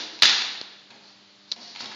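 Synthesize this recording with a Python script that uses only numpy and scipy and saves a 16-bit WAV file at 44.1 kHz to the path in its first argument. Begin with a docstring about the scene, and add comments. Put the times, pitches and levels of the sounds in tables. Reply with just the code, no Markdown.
"""A blow dies away under a scuffing shoe, then one hard crack of practice swords slaps back from the
walls of a large brick sports hall and rings away. Two fencers step and slide, and lighter contacts of
blades and guards clatter as they close in. The small camera microphone stands off from them, in the
hall's echo, and the crack overloads it. Dry clicks sound right at its body; mains hum lies below."""
import sys
import numpy as np
from scipy import signal
from scipy.fft import rfft, irfft, next_fast_len
from scipy.io import wavfile
from scipy.ndimage import uniform_filter1d, minimum_filter1d, map_coordinates

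SR = 44100
rng = np.random.default_rng(int(sys.argv[2]) if len(sys.argv) > 2 else 0)


def dump_mix(stems):
    """Bounce the given channels to the path in sys.argv[1] as a 16-bit WAV at rate SR."""
    frames = np.atleast_2d(stems).T  # one column per channel
    limited = np.clip(frames, -1, 1)  # hard clip at full scale
    pcm = np.round(limited * 32767).astype(np.int16)
    wavfile.write(sys.argv[1], SR, pcm)


N = 85995
LEAD = SR // 2  # samples before the start, for sounds that are still ringing
T = (np.arange(N + LEAD) - LEAD) / SR
FFT_SIZE = 2 * next_fast_len(len(T))
HZ = np.fft.rfftfreq(FFT_SIZE, 1 / SR)
MIC_TOP_HZ = 7250


def blade_blows(t60_s=.009, resonance_width_hz=28, tilt_db_per_octave=-0.73, hall_db=-1.81):
    """Each crack arrives along several paths and fills the hall, coloured by the blades' resonances."""
    # hard blows: start_s, level_db
    blows = [(-.2, -20), (0.2219, -11.5)]
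    # paths to the microphone, direct and off floor and walls: delay_s, gain_db
    paths = [(0, 11), (.0023, 11), (.0104, 12), (.0121, 8), (.0205, 2), (.0334, 9), (.0733, 1), (.198, -7)]
    # spectrum of a crack: frequency_hz, gain_db
    spectrum = [(40, -60), (100, -29.5), (170, -22.5), (270, -20.5), (400, -21.5), (560, -23.5), (800, -14),
                (1100, -14.5), (1650, -7), (2350, -7), (2800, -5), (3150, -6), (3600, 0), (4350, -1.5),
                (5000, -7.5), (5700, -10), (6000, -14), (6500, -12.5), (7200, -20.5), (8500, -37.5)]
    # blade resonances: pitch_hz, lift_db
    resonances = [(1692, 1.5), (2804, 3), (3517, 4.5), (3666, -5.5), (3896, 2.5), (4033, 1), (4257, 3),
                  (4389, -2.5), (4861, 11), (5683, 9.5)]
    blade_db = sum(db / (1 + (2 * (HZ - hz) / resonance_width_hz) ** 2) for hz, db in resonances)
    tilt_db = tilt_db_per_octave * np.log2(HZ + 1)
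    out = np.zeros(len(T))
    for start, level_db in blows:
        power = sum((amp(db) * decay(T - start - delay, t60_s)) ** 2 for delay, db in paths)
        cracks = colour(np.sqrt(power) * np.sign(noise()), spectrum, blade_db + tilt_db)
        tail = colour(delayed(hall_tail(), start - T[0]), spectrum, blade_db)
        out += amp(level_db) * (cracks + amp(hall_db) * tail)
    return out


def blade_taps(lift_db=11, width_octaves=.6):
    """Blades and guards touch out in the hall: short clacks, each lifted in its own register."""
    # light contacts: start_s, level_db, t60_s, register_hz
    contacts = [(0.19, -30, 0.0092, 2500), (0.199, -27, 0.0063, 3760), (0.59, -37, 0.0056, 4200),
                (0.9053, -41.5, 0.035, 1900), (1.5627, -32.5, 0.006, 1000), (1.75, -38, 0.044, 2760),
                (1.7601, -32, 0.027, 2380), (1.77, -38, 0.044, 3600), (1.8032, -46, 0.011, 4400),
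                (1.8051, -28, 0.017, 1840), (1.812, -29, 0.013, 4300), (1.821, -29, 0.005, 4560),
                (1.837, -37, 0.011, 4700), (1.843, -28.5, 0.013, 4470), (1.858, -30.5, .025, 3600),
                (1.915, -39, 0.12, 1827)]
    # spectrum common to the clacks: frequency_hz, gain_db
    spectrum = [(100, -27), (400, -14.5), (900, -2), (1400, -9), (2200, -9), (3200, -7.5), (4500, -1),
                (5800, -11.5), (7300, -17)]
    clacks = np.zeros(len(T))
    for start, db, t60, hz in contacts:
        register_db = lift_db * np.exp(-(np.log2((HZ + 1) / hz) / width_octaves) ** 2)
        burst = amp(db) * decay(T - start, t60) * np.sign(noise())
        clacks += colour(burst, spectrum, register_db)
    return in_hall(clacks, wet_db=0.5)


def camera_clicks(thud_hz=435, thud_t60_s=0.0054):
    """Clicks at the camera body, too close for echo: a snap and a brief high ring over a small thud."""
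    # clicks: start_s, ring_db, ring_hz, t60_s, thud_db, snap_db
    clicks = [(0.6139, -7, 4230, 0.0026, -21, -37.5), (1.5163, -14.5, 4460, 0.0057, -58, -43),
              (1.5177, -5.5, 4200, 0.003, -54, -19), (1.5212, -9, 3970, 0.0085, -27.5, -27)]
    # spectrum of the snap: frequency_hz, gain_db
    spectrum = [(200, -24), (900, -18), (1500, -19), (1950, 7), (2500, -24), (4500, 7), (5700, 0),
                (7300, -1)]
    rings, snap_envelope = np.zeros((2, len(T)))
    for start, ring_db, ring_hz, t60, thud_db, snap_db in clicks:
        rings += amp(ring_db) * ping(start, ring_hz, t60, rise_s=0.00023)
        rings += amp(thud_db) * ping(start, thud_hz, thud_t60_s, rise_s=0.00037)
        snap_envelope += amp(snap_db) * decay(T - start, t60)
    return rings + colour(snap_envelope * np.sign(noise()), spectrum)


def footsteps(t60_s=0.08):
    """Shoes slap dully on the hard floor, with more echo than direct sound at this distance."""
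    # footfalls: start_s, level_db
    footfalls = [(-.02, -37), (.908, -47.5), (1.563, -45), (1.574, -58.5), (1.804, -40), (1.823, -44)]
    # spectrum of a shoe's slap: frequency_hz, gain_db
    spectrum = [(40, -24.5), (100, -7.5), (180, -3.5), (300, 0), (520, -6.5), (800, -2), (1500, -15.5),
                (3000, -5), (7000, -20.5)]
    force = sum(amp(db) * decay(T - start, t60_s) for start, db in footfalls)
    return in_hall(colour(force * noise(), spectrum), wet_db=6)


def shoe_scuffs(grains_per_s=400, grain_db=0.5):
    """Soles rub on the floor: faintly grainy friction that swells and fades with each slide."""
    # slides: middle_s, half_length_s, level_db
    slides = [(0.01, 0.056, -36), (0.143, 0.025, -44.5), (1.083, 0.061, -53.5), (1.406, 0.017, -98),
              (1.503, 0.022, -53.5), (1.531, 0.01, -37.5), (1.627, 0.017, -48.5), (1.686, 0.097, -44.5),
              (1.81, 0.018, -38.5)]
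    # spectrum of the friction: frequency_hz, gain_db
    spectrum = [(200, -38), (1000, -13.5), (2800, -16), (3700, -6.5), (4400, 1.5), (5100, -5.5),
                (5900, -10), (7300, -27)]
    swell = sum(amp(db) * np.exp(-((T - middle) / half) ** 2) for middle, half, db in slides)
    grain = map_coordinates(noise(), [(T - T[0]) * grains_per_s])
    friction = swell * amp(grain_db * grain) * noise()
    return in_hall(colour(friction, spectrum), wet_db=-6)


def hall_tail(build_s=0.0044):
    """Diffuse echo of the brick hall: it builds up quickly, and the treble dies first."""
    # reverberation times: frequency_hz, t60_s
    decay_times = [(100, 0.77), (400, 1.43), (1000, 1.065), (2000, 0.89), (4000, 0.89), (7000, 0.71)]
    hz, t, bands = signal.stft(noise(), SR, nperseg=256)
    fading = bands * decay(t, curve_at(decay_times, hz)[:, None])
    tail = signal.istft(fading, SR)[1][:len(T)]
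    return tail * (1 - np.exp(-(T - T[0]) / build_s))


def in_hall(x, wet_db):
    """A sound together with the hall's answer."""
    tail = hall_tail()
    echo = signal.fftconvolve(x, tail / np.linalg.norm(tail))[:len(x)]
    return x + amp(wet_db) * echo


def room_tone(hiss_db=-55):
    """Mains hum and a soft steady hiss lie under everything."""
    # mains harmonics: pitch_hz, level_db
    harmonics = [(199.3, -65.5), (299.5, -69), (398.6, -73), (598.5, -72.5)]
    # spectrum of the hiss: frequency_hz, gain_db
    spectrum = [(25, -40), (60, -10), (110, 2), (200, -3), (500, -6.5), (1000, -4.5), (2500, -4.5),
                (4300, 2), (5500, -7.5), (7300, -16)]
    hum = sum(np.sqrt(2) * amp(db) * np.sin(2 * np.pi * (hz * T + rng.random())) for hz, db in harmonics)
    return hum + amp(hiss_db) * colour(noise(), spectrum)


def amp(db):
    """Decibels to gain."""
    return 10 ** (np.asarray(db) / 20)


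def curve_at(points, hz):
    """(Hz, value) points read on a log frequency axis."""
    knots_hz, values = np.transpose(points)
    return np.interp(np.log(hz + 1), np.log(knots_hz + 1), values)


def noise():
    """Fresh white noise."""
    return rng.standard_normal(len(T))


def decay(t, t60):
    """Exponential decay that starts at t = 0."""
    return (t >= 0) * np.exp(-np.log(1000) * np.maximum(t, 0) / t60)


def delayed(x, delay_s):
    """The same sound, later."""
    return np.pad(x, (max(round(delay_s * SR), 0), 0))[:len(x)]


def ping(start, hz, t60, rise_s):
    """One damped resonance with a rounded start."""
    t = np.maximum(T - start, 0)
    return np.sin(2 * np.pi * hz * t) * decay(t, t60) * (1 - np.exp(-(t / rise_s) ** 2))


def colour(x, spectrum, lift_db=0):
    """Causal filter of unit power within the microphone's band."""
    gain = amp(curve_at(spectrum, HZ) + lift_db)
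    gain /= np.sqrt(np.mean(gain ** 2 * (HZ < MIC_TOP_HZ)))
    # minimum phase: nothing rings ahead of a hit
    cepstrum = irfft(np.log(gain))
    cepstrum[1:FFT_SIZE // 2] *= 2
    cepstrum[FFT_SIZE // 2 + 1:] = 0
    return irfft(rfft(x, FFT_SIZE) * np.exp(rfft(cepstrum)))[:len(x)]


def low_pass(x, edge_hz, order=70):
    """Steep treble cut."""
    return irfft(rfft(x, FFT_SIZE) / np.sqrt(1 + (HZ / edge_hz) ** (2 * order)))[..., :N]


def limiter(x, ceiling=.88, window_samples=41):
    """Fast gain reduction that holds the loudest peaks down."""
    gain = ceiling / np.maximum(np.abs(x), ceiling)
    return x * uniform_filter1d(minimum_filter1d(gain, window_samples), window_samples)


def scene():
    """Everything that reaches the microphone, in mono."""
    fencers = blade_blows() + blade_taps() + footsteps() + shoe_scuffs()
    return (fencers + camera_clicks() + room_tone())[None, LEAD:]


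def record(dry, low_cut_hz=130, ceiling=.75, hardness=10):
    """A small narrow-band microphone whose loudest peaks are limited and just saturate."""
    x = signal.sosfilt(signal.butter(2, low_cut_hz, "highpass", fs=SR, output="sos"), dry)
    x = limiter(low_pass(x, MIC_TOP_HZ))
    saturated = x / (1 + np.abs(x / ceiling) ** hardness) ** (1 / hardness)
    return low_pass(saturated, edge_hz=16200)


dry = scene()
out = record(dry)
dump_mix(out)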